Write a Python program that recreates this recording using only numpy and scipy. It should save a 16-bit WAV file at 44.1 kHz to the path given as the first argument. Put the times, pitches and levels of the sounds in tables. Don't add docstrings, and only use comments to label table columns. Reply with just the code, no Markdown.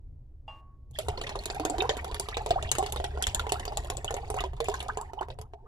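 import sys
import numpy as np
from scipy import signal
from scipy.fft import rfft, irfft, next_fast_len
from scipy.io import wavfile
from scipy.ndimage import uniform_filter1d, map_coordinates

SR = 44100
rng = np.random.default_rng(int(sys.argv[2]) if len(sys.argv) > 2 else 0)


def waveform_to_disk(signal):
    frames = np.transpose(np.atleast_2d(signal))
    scaled = np.clip(frames, -1, 1) * 32767
    samples = np.round(scaled).astype(np.int16)
    wavfile.write(sys.argv[1], SR, samples)


N = 250047
TOP_HZ = 16400

# (frequency [Hz], relative level [dB])
SPRAY_SPECTRUM = [(300, -44), (1000, 11.5), (1700, 5), (2300, -9), (3100, 6), (3400, 10.5), (3680, 16),
                  (3900, 2), (4200, 10.5), (5200, -1), (7200, 6.5), (9500, -2), (11500, 7), (15000, -10.5),
                  (16300, -40.5)]
# (time [s], relative treble snap [dB], relative knock of the air [dB], relative splash [dB])
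STREAM_SLAPS = [(0.9101, -43.5, -61, -70), (0.9869, -16, -32.5, -29.5), (1.084, -25, -23.5, -33.5),
                (1.175, -49, -47, -40.5), (1.2136, -29, -31, -35.5), (1.236, -35, -35, -44),
                (1.2678, -45, -56, -34.5), (1.2921, -36.5, -56, -33), (1.3558, -37, -27.5, -39.5),
                (1.456, -17.5, -35.5, -29), (1.5, -52, -32, -32), (1.546, -27.5, -49, -45.5),
                (1.5976, -29, -24.5, -39), (1.6503, -16, -24.5, -31), (1.698, -20, -26.5, -41),
                (1.7823, -31, -26, -37.5), (1.8214, -29, -21, -39.5), (1.8926, -29.5, -20.5, -23),
                (1.968, -28.5, -45, -38.5), (2.0446, -25, -32.5, -38), (2.113, -42, -37.5, -41),
                (2.1441, -25, -56, -32.5), (2.1965, -12.5, -30, -36), (2.286, -31, -31, -33.5),
                (2.369, -29, -24.5, -30), (2.4612, -28.5, -26.5, -34.5), (2.5063, -40, -21.5, -25.5),
                (2.6253, -28, -33, -35), (2.715, -8, -32, -24.5), (2.7511, -25, -58, -32.5),
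                (2.7836, -15.5, -23.5, -34.5), (2.8265, -34, -22.5, -45), (2.8619, -33, -36, -32.5),
                (2.9225, -16, -45, -34.5), (2.9606, -29, -31.5, -32), (3.0001, -44, -26.5, -44),
                (3.041, -24, -30.5, -30.5), (3.174, -48.5, -32, -54.5), (3.2239, -13.5, -55, -27.5),
                (3.268, -15, -32.5, -25), (3.3459, -11, -41, -32.5), (3.3945, -25.5, -33.5, -30.5),
                (3.467, -39, -27, -45), (3.4927, -30, -52, -38), (3.5203, -13.5, -20.5, -28),
                (3.5959, -26.5, -42, -37.5), (3.6523, -26.5, -39, -37.5), (3.6782, -42, -31.5, -42),
                (3.7212, -41, -34.5, -50), (3.7716, -17.5, -36, -31.5), (3.846, -31, -45, -49.5),
                (3.9001, -19.5, -27.5, -31), (3.9692, -25, -54, -41), (4.0447, -21.5, -29.5, -41),
                (4.1068, -26.5, -26.5, -45.5), (4.1413, -25, -30, -42), (4.1658, -32.5, -29.5, -49),
                (4.3011, -21, -25.5, -48), (4.3419, -31.5, -28, -50.5), (4.405, -27.5, -32.5, -32),
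                (4.4383, -42, -27.5, -39.5), (4.533, -48, -38.5, -57.5), (4.603, -25, -22, -36.5),
                (4.643, -30.5, -50, -45), (4.6847, -25, -20, -45), (4.7404, -30, -58, -41),
                (4.8038, -31.5, -44.5, -33), (4.8265, -27.5, -36.5, -48.5), (4.8825, -35.5, -48, -42.5),
                (4.9722, -29, -25.5, -41.5), (5.0121, -29.5, -39.5, -54), (5.1334, -41, -34.5, -56),
                (5.2107, -37, -29, -52.5), (5.227, -45, -35, -54.5), (5.2846, -45, -36, -65),
                (5.302, -60, -41, -42.5), (5.3877, -38, -35.5, -54), (5.4134, -31.5, -41.5, -51.5),
                (5.5354, -78, -37.5, -59.5)]


def amp(db):
    return 10 ** (np.asarray(db) / 20)


def unit(x):
    return x / np.sqrt(np.mean(x ** 2) + 1e-20)


def along(points, hz):
    f, v = np.transpose(points)
    return np.interp(np.log(hz + 1), np.log(f + 1), v)


def curves(rows):
    s, *cols = np.transpose(rows)
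    return [np.interp(np.arange(N) / SR, s, c) for c in cols]


def seconds(length):
    return np.arange(int(length * SR)) / SR


def add(track, s, sound):
    part = track[..., max(0, round(s * SR)):][..., :sound.shape[-1]]
    part += sound[..., :part.shape[-1]]


def filtered(x, response):
    n = x.shape[-1]
    m = next_fast_len(n + 4096)
    return irfft(rfft(x, m) * response(np.fft.rfftfreq(m, 1 / SR)), m)[..., :n]


def noise(colour, channels=1):
    white = rng.standard_normal((channels, N))
    return unit(filtered(white, lambda hz: amp(along(colour, hz))))


def wobble(rate):
    knots = rng.standard_normal(int(N * rate / SR) + 4)
    return map_coordinates(knots, [np.arange(N) * rate / SR])


def rumble(level_db=-2, side_db=-20, room_db=-57, lump_db=1.5):
    # (time [s], relative level [dB])
    rumble_course = [(0.0, -45), (0.82, -49), (.92, -39), (4.01, -37.5), (4.11, -38.5), (4.37, -35.5),
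                     (5.15, -43), (5.42, -39), (5.48, -47), (5.67, -54)]
    # (frequency [Hz], relative level [dB])
    rumble_spectrum = [(12, -41.5), (20, 3.5), (31, -4), (42, 8), (52, -7.5), (68, 8), (97, -7),
                       (125, -3.5), (144, -11.5), (167, -34.5), (200, -26), (260, -25), (440, -120)]
    # (frequency [Hz], relative level [dB])
    room_spectrum = [(20, 9), (70, 2), (150, -16.5), (300, -10), (600, -23.5), (1200, -30.5), (3000, -38.5),
                     (15000, -47)]
    in_phase = noise(rumble_spectrum)
    opposed = noise(rumble_spectrum) * [[1], [-1]]
    low = in_phase + amp(side_db) * opposed
    low = unit(low * amp(lump_db * wobble(17)))
    return amp(curves(rumble_course)[0] + level_db) * low + amp(room_db) * noise(room_spectrum)


def chime(s=.479, level_db=-2, ring_attack=0.0023, tap_db=-52, tap_life=0.065, tap_hz=860, tap_width_hz=300):
    # (frequency [Hz], relative level [dB], time to fall 60 dB [s])
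    glass_modes = [(818, -39, 0.078), (860, -46.5, 0.28), (1111, -47.5, 1.11), (1196, -49.5, 0.39),
                   (2794, -41.5, 0.25), (3340, -53, 0.1), (4820, -59, 0.091)]
    t, out = seconds(0.59), np.zeros(N)
    ring = sum(amp(db - 60 * t / t60) * np.sin(2 * np.pi * hz * t) for hz, db, t60 in glass_modes)
    ring = ring * (1 - np.exp(-t / ring_attack))

    def tap_response(hz):
        resonance = 1j * hz / (tap_hz ** 2 - hz ** 2 + 1j * tap_width_hz * hz)
        return resonance / (1 + 1j * hz / 3000)

    tap = unit(filtered(rng.standard_normal(len(t)), tap_response))
    add(out, s, amp(level_db) * ring + amp(tap_db) * tap * np.exp(-t / tap_life))
    return out


def echoes(x, t60, low_hz):
    t, out, size = seconds(.4), np.zeros((2, N)), SR // 4
    for start in range(0, N, size):
        tail = rng.standard_normal((2, len(t))) * amp(-60 * t / t60) * (1 - np.exp(-t / 0.00035))
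        tail = filtered(tail / np.linalg.norm(tail[0]), lambda hz: (1j * hz / (low_hz + 1j * hz)) ** 2)
        add(out, start / SR, signal.fftconvolve(x[:, start:start + size], tail, axes=1))
    return out


def cavity(hz):
    # (frequency [Hz], bandwidth [Hz], relative level [dB])
    air_modes = [(419.7, 23.2, 31.5), (533, 150, 16.5), (730, 57.5, 25), (916, 40, 22.5)]
    return sum(amp(db) * 1j * hz * w / (c * c - hz * hz + 1j * hz * w) for c, w, db in air_modes)


def slap(t, snap_db, knock_db, splash_db, split_hz=6000, snap_life=0.0009, splash_life=0.0014,
         burst_db=3.0, spray_db=-14, spray_life=0.00071, mist_db=-33, mist_life=0.038,
         attack=0.00019, attack_spread=0.31, vary_db=4.0, sputter_db=3.5, width=0.76):
    pocket = np.c_[np.geomspace(1000, 16000, 20), rng.normal(0, vary_db, 20)]
    grit = rng.standard_normal(len(t)) + width * rng.standard_normal((2, len(t)))
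    sputter = np.interp(t, np.linspace(0, t[-1], 70), rng.normal(0, sputter_db, 70))
    tail = amp(spray_db) * np.exp(-t / spray_life) + amp(mist_db) * np.exp(-t / mist_life)
    spray = amp(sputter) * tail
    softness = np.exp(attack_spread * rng.standard_normal())
    onset = (1 - np.exp(-t / (attack * softness))) ** 2

    def colour(hz):
        return amp(along(SPRAY_SPECTRUM, hz) + along(pocket, hz))

    def treble(hz):
        return hz ** 6 / (hz ** 6 + split_hz ** 6)

    def burst(share, life):
        envelope = (amp(burst_db) * np.exp(-t / life) + spray) * onset
        sound = filtered(grit, lambda hz: colour(hz) * share(hz)) * envelope
        return unit(sound) * np.sqrt(np.mean(envelope ** 2))

    knock = filtered(np.exp(-t / .0001), cavity)
    knock = np.interp(t * np.exp(rng.normal(0, 0.061)), t, knock / np.abs(knock).max())
    snap = burst(treble, snap_life)
    splash = burst(lambda hz: 1 - treble(hz), splash_life * softness)
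    return amp(snap_db) * snap + amp(splash_db) * splash + amp(knock_db) * knock


def splats(snap_db=-5, knock_db=4.0, splash_db=3.0, delay=.0006):
    t, out = seconds(.09), np.zeros((2, N))
    for s, snap, knock, splash in STREAM_SLAPS:
        add(out, s + delay, slap(t, snap + snap_db, knock + knock_db, splash + splash_db))
    return out


def swoop(start_hz, end_hz, length, flutter=0.56, size=22):
    u = seconds(length) / length
    hz = 1 / ((1 - u) / start_hz + u / end_hz)
    knots = rng.standard_normal(size) + 1j * rng.standard_normal(size)
    drive = 1 + flutter * np.interp(u, np.linspace(0, 1, size), knots)
    envelope = np.sqrt(np.sin(np.pi * u) * start_hz / hz)
    return envelope * np.imag(drive * np.exp(2j * np.pi * np.cumsum(hz) / SR))


def trapped(level_db=-13, centre_hz=620, spread=0.25, climb=1.6, length=.065, fade=0.041):
    out = np.zeros(N)
    variations = np.exp(spread * rng.standard_normal((len(STREAM_SLAPS), 2)))
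    for (s, _, knock, _), (size, pace) in zip(STREAM_SLAPS, variations):
        glide = swoop(centre_hz * size, centre_hz * size * climb, length * pace)
        add(out, s, amp(knock + level_db) * glide * np.exp(-seconds(length * pace) / fade))
    return out


def lifetime(hz):
    return 0.0052 * (hz / 1000) ** -0.92


def bubble(t, hz, life, rise, rough=0.034):
    jostle = np.interp(t, np.linspace(0, t[-1], 60), rng.standard_normal(60))
    phase = 2 * np.pi * np.cumsum(hz * (1 + rise * t + rough * jostle)) / SR
    return (1 - np.exp(-2 * t / life)) * np.exp(-t / life) * np.sin(phase)


def crackle(level_db=-5, count=42, centre_hz=3600, spread=0.72, wait=.024, fade_db=6.5, vary_db=4, rise=15):
    t, out = seconds(.015), np.zeros((2, N))
    for s, _, _, splash in STREAM_SLAPS:
        lateness = rng.exponential(size=count)
        for late, (size, strength, place) in zip(lateness, rng.standard_normal((count, 3))):
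            hz = min(centre_hz * np.exp(spread * size), TOP_HZ)
            level = splash + level_db - fade_db * late + vary_db * strength
            ring = amp(level) * bubble(t, hz, lifetime(hz) / 2, rise)
            add(out, s + wait * late, ring * (1 + 0.26 * place * np.array([[1], [-1]])))
    return out


def swarm(count, centre_hz, spread, cycles, rise):
    t, out = seconds(min(.04, 40 / centre_hz)), np.zeros(N)
    for when, size, strength, speed in rng.random((count, 4)):
        hz = centre_hz * 2 ** (spread * (2 * size - 1))
        life = cycles / hz * (.5 + speed)
        add(out, when * N / SR, amp(20 * strength ** 2) * bubble(t, hz, life, rise * speed / life))
    return unit(out)


def droplets(count, life):
    hits = np.zeros(N)
    hits[rng.integers(0, N, count)] = amp(20 * rng.random(count) ** 2)
    envelope = signal.lfilter([1], [1, -np.exp(-1 / (life * SR))], hits)
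    return unit(envelope * noise(SPRAY_SPECTRUM)[0])


def slap_envelope(settle, base, dip_s=0.016, dip_db=-8):
    t, jumps, dip = seconds(.3), np.zeros(N), np.zeros(N)
    for s, _, _, splash in STREAM_SLAPS:
        add(jumps, s, amp(splash / 2) * np.exp(-t / settle))
        add(dip, s - dip_s, seconds(dip_s) / dip_s)
    return (base + (1 - base) * unit(jumps)) * amp(dip_db * dip)


def froth(churn_db=-7, hollow_db=-4, gulp_db=-5, small_db=-3, fizz_db=-13, tiny_db=-4, tick_db=-7, surge_db=3.0):
    # (time [s], relative churn level [dB], relative fizz level [dB])
    pour_course = [(0.9, -73, -62), (0.98, -60.5, -53), (1.09, -47, -58), (1.16, -45.5, -57),
                   (1.47, -45.5, -48.5), (1.76, -38, -56), (2.31, -48.5, -53), (2.53, -41.5, -54),
                   (2.8, -45.5, -52.5), (3.1, -47, -57), (3.54, -43, -56.5), (3.92, -48, -54.5),
                   (4.44, -47.5, -49.5), (4.53, -61, -73), (4.68, -47.5, -43.5), (4.87, -46.5, -62),
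                   (5.56, -68.5, -96), (5.67, -57, -104)]
    # (frequency [Hz], relative level [dB])
    churn_spectrum = [(120, -7.5), (250, 6), (410, 8.5), (550, -17), (740, -2), (1100, -10.5),
                      (1700, -36.5), (3000, -38.5), (6000, -55)]
    churn_level, fizz_level = curves(pour_course)
    start_s, rise_s = 0.93, 0.015
    flow = np.clip((np.arange(N) / SR - start_s) / rise_s, 0, 1)

    gulps = swarm(count=300, centre_hz=561.4, spread=0.75, cycles=4.83, rise=0.061)
    blips = swarm(count=600, centre_hz=1180, spread=0.773, cycles=5.3, rise=0.14)
    beads = swarm(count=2600, centre_hz=3022, spread=0.814, cycles=3.5, rise=0.065)
    ticks = droplets(count=260, life=0.00068)
    hollow = unit(filtered(rng.standard_normal(N), cavity))

    body = amp(churn_db) * noise(churn_spectrum) + amp(hollow_db) * hollow
    body = body + amp(gulp_db) * gulps + amp(small_db) * blips
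    foam = amp(fizz_db) * noise(SPRAY_SPECTRUM, channels=2) + amp(tiny_db) * beads + amp(tick_db) * ticks
    body = amp(churn_level) * slap_envelope(settle=0.0087, base=0.73) * body
    surging = amp(fizz_level + surge_db * wobble(24.68))
    foam = surging * slap_envelope(settle=0.014, base=0.72) * foam
    return flow * (body + foam)


def gurgles(level_db=0, rise=6.5):
    # (time [s], starting pitch [Hz], relative level [dB])
    loud_bubbles = [(0.953, 3180, -33), (.959, 1820, -33), (0.986, 600, -23.5), (1.175, 4200, -26),
                    (1.178, 967, -25), (1.352, 1147, -23), (1.39, 4180, -21.5), (1.595, 286, -19.5),
                    (1.649, 295, -21), (1.7, 282, -21.5), (1.739, 693, -24), (1.785, 343, -17.5),
                    (1.804, 3510, -12), (1.807, 2610, -14), (1.817, 395, -15), (1.838, 455, -21.5),
                    (1.89, 443, -24.5), (1.905, 553, -23.5), (2.344, 3600, -21), (2.407, 797, -24),
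                    (2.508, 692, -11.5), (2.559, 726, -15), (2.691, 3060, -23.5), (2.791, 699, -17),
                    (2.803, 740, -19.5), (2.972, 3680, -23), (3.217, 1410, -28.5), (3.239, 3170, -14.5),
                    (3.365, 1670, -30), (3.394, 1336, -16.5), (3.495, 2750, -25), (3.68, 4800, -22),
                    (4.079, 2994, -18.5), (4.136, 524, -26), (4.309, 772, -25.5), (4.373, 723, -24),
                    (4.388, 2800, -20), (4.407, 1160, -21.5), (4.438, 927, -18), (4.609, 425, -23),
                    (4.692, 394, -19.5), (4.74, 990, -22.5), (4.74, 1460, -19), (4.803, 3000, -23),
                    (4.889, 1240, -14.5), (4.899, 1450, -18), (5.19, 3020, -30.5)]
    t, out = seconds(.09), np.zeros(N)
    for s, hz, db in loud_bubbles:
        add(out, s, amp(db + level_db) * bubble(t, hz, lifetime(hz), rise * np.sqrt(hz / 1000)))
    return out


def thumps(level_db=0, swell=0.01):
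    # (time [s], frequency [Hz], relative level [dB])
    plunges = [(1.084, 93, -29.5), (2.119, 46, -27), (2.501, 75, -28), (2.649, 73, -26.5),
               (2.985, 70.4, -30), (3.274, 63, -26), (3.368, 55, -26), (3.404, 64.5, -27),
               (3.485, 61.4, -32.5), (3.786, 60.4, -26.5), (4.547, 61.3, -29), (5.395, 106, -33)]
    t, out = seconds(.08), np.zeros(N)
    envelope = (t / swell * np.exp(1 - t / swell)) ** 2
    for s, hz, db in plunges:
        add(out, s, amp(db + level_db) * envelope * np.sin(2 * np.pi * (hz * t + rng.random())))
    return out


def runs(level_db=-2, count=12, scatter=0.14, vary_db=3, rise=12):
    # (time [s], first nominal pitch [Hz], last nominal pitch [Hz], length [s], relative level [dB])
    torn_pockets = [(1.211, 2670, 4200, 0.025, -36), (1.265, 2200, 3880, 0.011, -29),
                    (1.296, 915, 3830, 0.032, -36), (1.662, 1050, 2580, 0.023, -39),
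                    (1.801, 1090, 2500, 0.011, -31), (1.98, 1260, 2340, 0.021, -29.5),
                    (2.323, 1410, 3120, 0.039, -28.5), (2.647, 1680, 3520, 0.036, -34.5),
                    (3.212, 1770, 4100, 0.033, -32), (4.086, 1250, 2530, 0.031, -31.5),
                    (4.371, 1810, 3300, 0.044, -32)]
    t, out = seconds(.03), np.zeros((2, N))
    for s, first_hz, last_hz, length, db in torn_pockets:
        for k, (late, size, strength, place) in enumerate(rng.standard_normal((count, 4))):
            u = (k + 0.34 * late) / count
            hz = first_hz * (last_hz / first_hz) ** u * np.exp(scatter * size)
            ring = amp(db + level_db + vary_db * strength) * bubble(t, hz, lifetime(hz) / 2, rise)
            add(out, s + u * length, ring * (1 + 0.24 * place * np.array([[1], [-1]])))
    return out


def swoops(level_db=1):
    # (time [s], final pitch [Hz], length [s], relative level [dB])
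    craters = [(1.835, 1710, 0.042, -43.5), (1.929, 2160, 0.057, -49), (2.053, 1330, 0.084, -44),
               (2.572, 1800, 0.026, -31.5), (2.921, 1230, 0.031, -40.5), (3.188, 1050, 0.037, -41.5),
               (3.354, 1170, 0.036, -41.5), (3.526, 1670, 0.042, -40), (3.706, 1060, 0.036, -43.5),
               (3.759, 1940, 0.043, -43.5), (4.361, 3080, 0.045, -34), (4.681, 1806, 0.088, -42.5),
               (4.884, 1750, .028, -34.5), (4.976, 1112, 0.063, -41), (5.172, 1170, 0.029, -38),
               (5.207, 1860, 0.025, -31.5)]
    crater_hz = 700
    out = np.zeros(N)
    for s, end_hz, length, db in craters:
        add(out, s, amp(db + level_db) * swoop(crater_hz, end_hz, length))
    return out


def scene(jar_db=-1, kitchen_db=-18, dull_hz=6000):
    # (frequency [Hz], delay [s])
    port_delay = [(300, 0.00012), (750, 0.00028), (1300, 0.000073), (1900, 0.00022), (4000, 0.0002)]
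    # (frequency [Hz], left level [dB], right level [dB])
    port_response = [(101.3, -0.5, 15), (282, -6.5, -2.5), (650, 3.5, 7), (1336, -4.5, -3.5),
                     (2906, 4.5, 3), (3430, -4, 2), (5640, 1, -3.5), (6700, 2.5, -4), (7770, 5, -4.5),
                     (10770, -18, 2.5), (12070, -22.5, -9.5), (15000, -9.5, -8)]
    ports = np.array(port_response)
    left, right = ports[:, :2], ports[:, ::2]

    milk = splats() + gurgles() + trapped() + swoops() + runs() + crackle() + froth()
    glass = chime()
    sides = np.array([[-1], [1]])
    direct = filtered(milk, lambda hz: np.exp(1j * np.pi * hz * along(port_delay, hz) * sides))
    jar = echoes(milk, t60=0.042, low_hz=870)
    kitchen = echoes(milk + glass, t60=0.39, low_hz=245)
    kitchen = filtered(kitchen, lambda hz: 1 / (1 + 1j * hz / dull_hz))
    wet = amp(jar_db) * jar + amp(kitchen_db) * kitchen
    heard = filtered(direct + glass + wet, lambda hz: amp([along(left, hz), along(right, hz)]))
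    return heard + thumps() + rumble()


def gate(band, threshold_db=-70, depth_db=10):
    power = uniform_filter1d(np.mean(band ** 2, axis=0), size=700)
    level = 10 * np.log10(np.abs(power) + 1e-20)
    return band * amp(-depth_db * (1 + np.tanh(threshold_db - level)) / 2)


def record(dry):
    low_hz, split_hz = 965, 1900
    upper, treble = [filtered(dry, lambda hz: 1 - 1 / (1 + (hz / edge) ** 10)) for edge in (low_hz, split_hz)]
    bass, middle = dry - upper, upper - treble
    return filtered(bass + gate(middle) + gate(treble), lambda hz: hz < TOP_HZ)


dry = scene()
out = record(dry)
waveform_to_disk(out)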